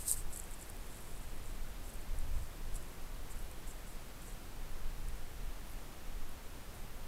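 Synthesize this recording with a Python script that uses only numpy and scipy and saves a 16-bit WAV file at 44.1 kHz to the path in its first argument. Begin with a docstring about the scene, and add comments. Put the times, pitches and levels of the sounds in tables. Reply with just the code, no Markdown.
"""Beside a field feeder, on dry straw, with a small trail camera close to the pheasants.
One bird brushes through the stalks right by the microphone. Lighter steps and pecks follow,
crackling as dry fibres slip and break, and single stalks snap with a short, high ring.
Light wind rumbles on the microphone over a steady, soft hiss."""
import sys
import numpy as np
from scipy import signal
from scipy.fft import rfft, irfft, next_fast_len
from scipy.io import wavfile
from scipy.ndimage import map_coordinates

SR = 44100
rng = np.random.default_rng(int(sys.argv[2]) if len(sys.argv) > 2 else 0)


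def dump_mix(stems):
    """Bounce the given channels to the path in sys.argv[1] as a 16-bit WAV at rate SR."""
    frames = np.atleast_2d(stems).T  # one column per channel
    limited = np.clip(frames, -1, 1)  # hard clip at full scale
    pcm = np.round(limited * 32767).astype(np.int16)
    wavfile.write(sys.argv[1], SR, pcm)


N = 311787


def amp(db):
    """Decibels to gain."""
    return 10 ** (np.asarray(db) / 20)


def unit(x):
    """Scale to rms 1."""
    return x / np.sqrt(np.mean(x ** 2) + 1e-20)


def wobble(rate):
    """A smooth random curve, rate knots a second."""
    knots = rng.standard_normal(int(N * rate / SR) + 4)
    return map_coordinates(knots, [np.arange(N) * rate / SR])


def filtered(x, response):
    """x through a gain that depends on frequency."""
    size = next_fast_len(N + SR // 2)
    return irfft(rfft(x, size) * response(np.fft.rfftfreq(size, 1 / SR)), size)[:N]


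def coloured(x, colour):
    """x shaped by (Hz, dB) points on a log axis, at rms 1."""
    hz, db = np.transpose(colour)
    return unit(filtered(x, lambda f: amp(np.interp(np.log(f + 1), np.log(hz), db))))


def hiss():
    """The even hiss of the open field and the microphone."""
    # The tone of the hiss. Each row: frequency in Hz, relative level in dB.
    hiss_colour = [(20, 6), (150, 1), (300, -3), (600, -6), (1200, -9), (2500, -13.5), (5000, -18),
                   (8000, -19.5), (12000, -20.5), (14500, -19.5), (15700, -27)]
    return amp(-52.5) * coloured(rng.standard_normal(N), hiss_colour)


def swells(gusts):
    """Each gust rises and dies as a bell curve; their powers add."""
    t = np.arange(N) / SR
    bells = [amp(db) * np.exp(-((t - peak) / width) ** 2) for peak, width, db in gusts]
    return np.linalg.norm(bells, axis=0)


def wind(breeze_db=-44.5):
    """Slow eddies buffet the microphone all along; the strongest gust sheds smaller, higher ones."""
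    # Gusts on the microphone. Each row: peak time in seconds, half-width in seconds, level in dB.
    gusts = [(.2, 0.099, -37), (1.5, 0.35, -41.5), (2.27, 0.21, -33), (2.74, 0.1, -35.5), (3.35, 0.32, -41),
             (4.95, 0.44, -37.5), (5.43, 0.076, -34.5), (6.2, 0.1, -40)]
    # The brief flurry of small eddies, with the same columns.
    flurry = [(2.35, .08, -41.5)]
    # The rumble of the slow eddies. Each row: frequency in Hz, relative level in dB.
    rumble_colour = [(5, -8.5), (14, 1.5), (28, -2.5), (45, -13.5), (80, -21), (130, -29.5), (250, -58),
                     (600, -69)]
    flurry_colour = [(25, -11), (60, 8.0), (95, -1), (150, -26), (400, -48)]
    slow_eddies = coloured(rng.standard_normal(N), rumble_colour)
    fast_eddies = coloured(rng.standard_normal(N), flurry_colour)
    return np.hypot(swells(gusts), amp(breeze_db)) * slow_eddies + swells(flurry) * fast_eddies


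def ticks(times, gains, ring_hz, t60_s):
    """A sum of tiny damped rings, one for each stalk or fibre."""
    t = np.arange(SR // 200) / SR
    decay = np.exp(-np.log(1000) * t / t60_s)
    rings = gains[:, None] * np.sin(2 * np.pi * ring_hz[:, None] * t) * decay
    samples = np.round(times * SR).astype(int)[:, None] + np.arange(len(t))
    return np.bincount(samples.ravel(), rings.ravel(), N)[:N]


def pressure(strokes, rise_s, fall_s, ease_db_per_s=0):
    """Each stroke (start, length, dB) loads the straw, may ease as it packs, then lets it settle."""
    t = np.arange(N) / SR
    shapes = []
    for start, length, db in strokes:
        age = t - start
        held = amp(db - ease_db_per_s * np.clip(age, 0, length))
        edges = np.exp(np.minimum(age, 0) / rise_s - np.maximum(age - length, 0) / fall_s)
        shapes.append(held * edges)
    return np.max(shapes, axis=0)


def crackle(colour, fibres_per_s, spread_db, clump_db, rub):
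    """Dry fibres slip and break in clumps, over the fine noise of stalks rubbing; rms 1."""
    when, size, pitch = rng.random((int(fibres_per_s * N / SR), 3)).T
    gains = amp(spread_db * size ** 2)  # a few large fibres among many small ones
    fibres = ticks(when * N / SR, gains, ring_hz=4000 + 11000 * pitch, t60_s=0.0014)
    rubbing = rub * rng.standard_normal(N)
    clumps = amp(clump_db * wobble(110))
    return coloured((unit(fibres) + rubbing) * clumps, colour)


def steps(rest_db=-68.5, settle_db_per_s=1.7):
    """Feet and beaks near the camera stir thick stalks and fine chaff, which never quite come to rest."""
    # Steps and pecks. Each row: start in seconds, length in seconds, level in dB, chaff share 0-1.
    footwork = [(0.327, 0.018, -46, 0.45), (.36, 0.036, -49, .38), (.505, .04, -58.5, .37),
                (.61, 0.018, -54.5, 0.4), (.85, 0.46, -62, .42), (1.44, .11, -65, .35),
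                (1.85, .11, -60, .43), (2.35, .13, -66.5, .2), (2.744, .026, -53, 0.5),
                (3.302, 0.021, -54.5, .37), (3.357, 0.075, -63, 0.9), (3.674, 0.045, -56.5, 0.44),
                (3.868, .045, -59, .4), (4.22, .11, -60, .33), (5.67, 0.066, -64, .92),
                (6.737, .09, -66, .43)]
    # Thick stalks answer lower than chaff. Each row: frequency in Hz, relative level in dB.
    stalk_colour = [(3000, -31), (5000, -15.5), (6400, -13), (7400, 0), (8200, 2.5), (9400, -6),
                    (11000, -11), (15600, -35)]
    # The brighter tone of fine chaff, with the same columns.
    chaff_colour = [(6000, -19.5), (9000, -10), (10000, -5.5), (11100, -2.5), (12200, -5), (13400, -20),
                    (15600, -21)]
    start, length, db, chaff = np.transpose(footwork)
    # The litter between steps calms as the birds stop to feed.
    rest = amp(rest_db - settle_db_per_s * np.arange(N) / SR)
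    litter = np.zeros(N)
    for share, colour in [(1 - chaff, stalk_colour), (chaff, chaff_colour)]:
        strokes = list(zip(start, length, db + 10 * np.log10(share)))
        tread = pressure(strokes, rise_s=0.002, fall_s=0.0061, ease_db_per_s=8)
        # The straw around the foot stirs before and after a step.
        shuffle = amp(-11) * pressure(strokes, rise_s=0.027, fall_s=0.15)
        load = np.sqrt(tread ** 2 + shuffle ** 2 + rest ** 2)
        litter += load * crackle(colour, fibres_per_s=1500, spread_db=12.0, clump_db=3, rub=0.75)
    shifting_weight = amp(0.83 * wobble(70))
    return litter * shifting_weight


def snaps(t60_s=0.0028):
    """A stalk gives way with a sharp ring and a fainter overtone; it is too thin to radiate low notes."""
    # Single stalks. Each row: time in seconds, relative level in dB, ring frequency in Hz.
    stalks = [(0.0807, -21, 8180), (0.1133, -12, 8360), (0.1204, -19, 8130), (0.1774, -34, 8730),
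              (0.3605, -29, 8090), (0.3733, -29, 8190), (0.398, -26.5, 7800), (0.4387, -37, 7990),
              (0.5102, -40, 8600), (0.612, -37, 8850), (0.6983, -33.5, 9330), (0.7662, -43, 11000),
              (1.4576, -41, 7260), (2.1869, -35, 8300), (2.7546, -38, 8060), (2.8255, -42, 8000),
              (3.5127, -39, 8650), (5.0845, -38, 8490), (6.2916, -44, 11000)]
    bend_s, db, ring_hz = np.transpose(stalks)
    break_s = bend_s + 0.0012  # a stalk bends for a moment before it gives
    rings = ticks(break_s, amp(db + 2), ring_hz, t60_s)
    overtones = ticks(break_s, amp(db - 2), np.minimum(1.4 * ring_hz, 13000), t60_s / 2)
    stalk_band = signal.butter(4, [6900, 14200], "bandpass", fs=SR, output="sos")
    return signal.sosfilt(stalk_band, rings - overtones)


def close_rustle():
    """A bird brushes through the stalks right by the microphone: dense and broad."""
    # A light brush with a hard push inside it. 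Each row: start in seconds, length in seconds, level in dB.
    strokes = [(0, 0.2, -48.5), (.082, 0.044, -35)]
    # Straw heard up close. Each row: frequency in Hz, relative level in dB.
    close_colour = [(1500, -39), (3000, -24), (4600, -16.5), (6200, -17), (7300, -10), (8400, -2),
                    (9600, -6.5), (10800, -11), (12200, -10.5), (14200, -15), (15600, -30)]
    load = pressure(strokes, rise_s=0.015, fall_s=0.016)
    return load * crackle(close_colour, fibres_per_s=3500, spread_db=1, clump_db=1.9, rub=0.57)


def scene():
    """Birds, wind and hiss at one microphone."""
    birds = close_rustle() + steps() + snaps()
    return (birds + wind() + hiss())[None]


def record(dry, top_hz=15780):
    """The trail camera keeps nothing above its band limit."""
    return np.array([filtered(channel, lambda hz: hz < top_hz) for channel in dry])


dry = scene()
out = record(dry)
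dump_mix(out)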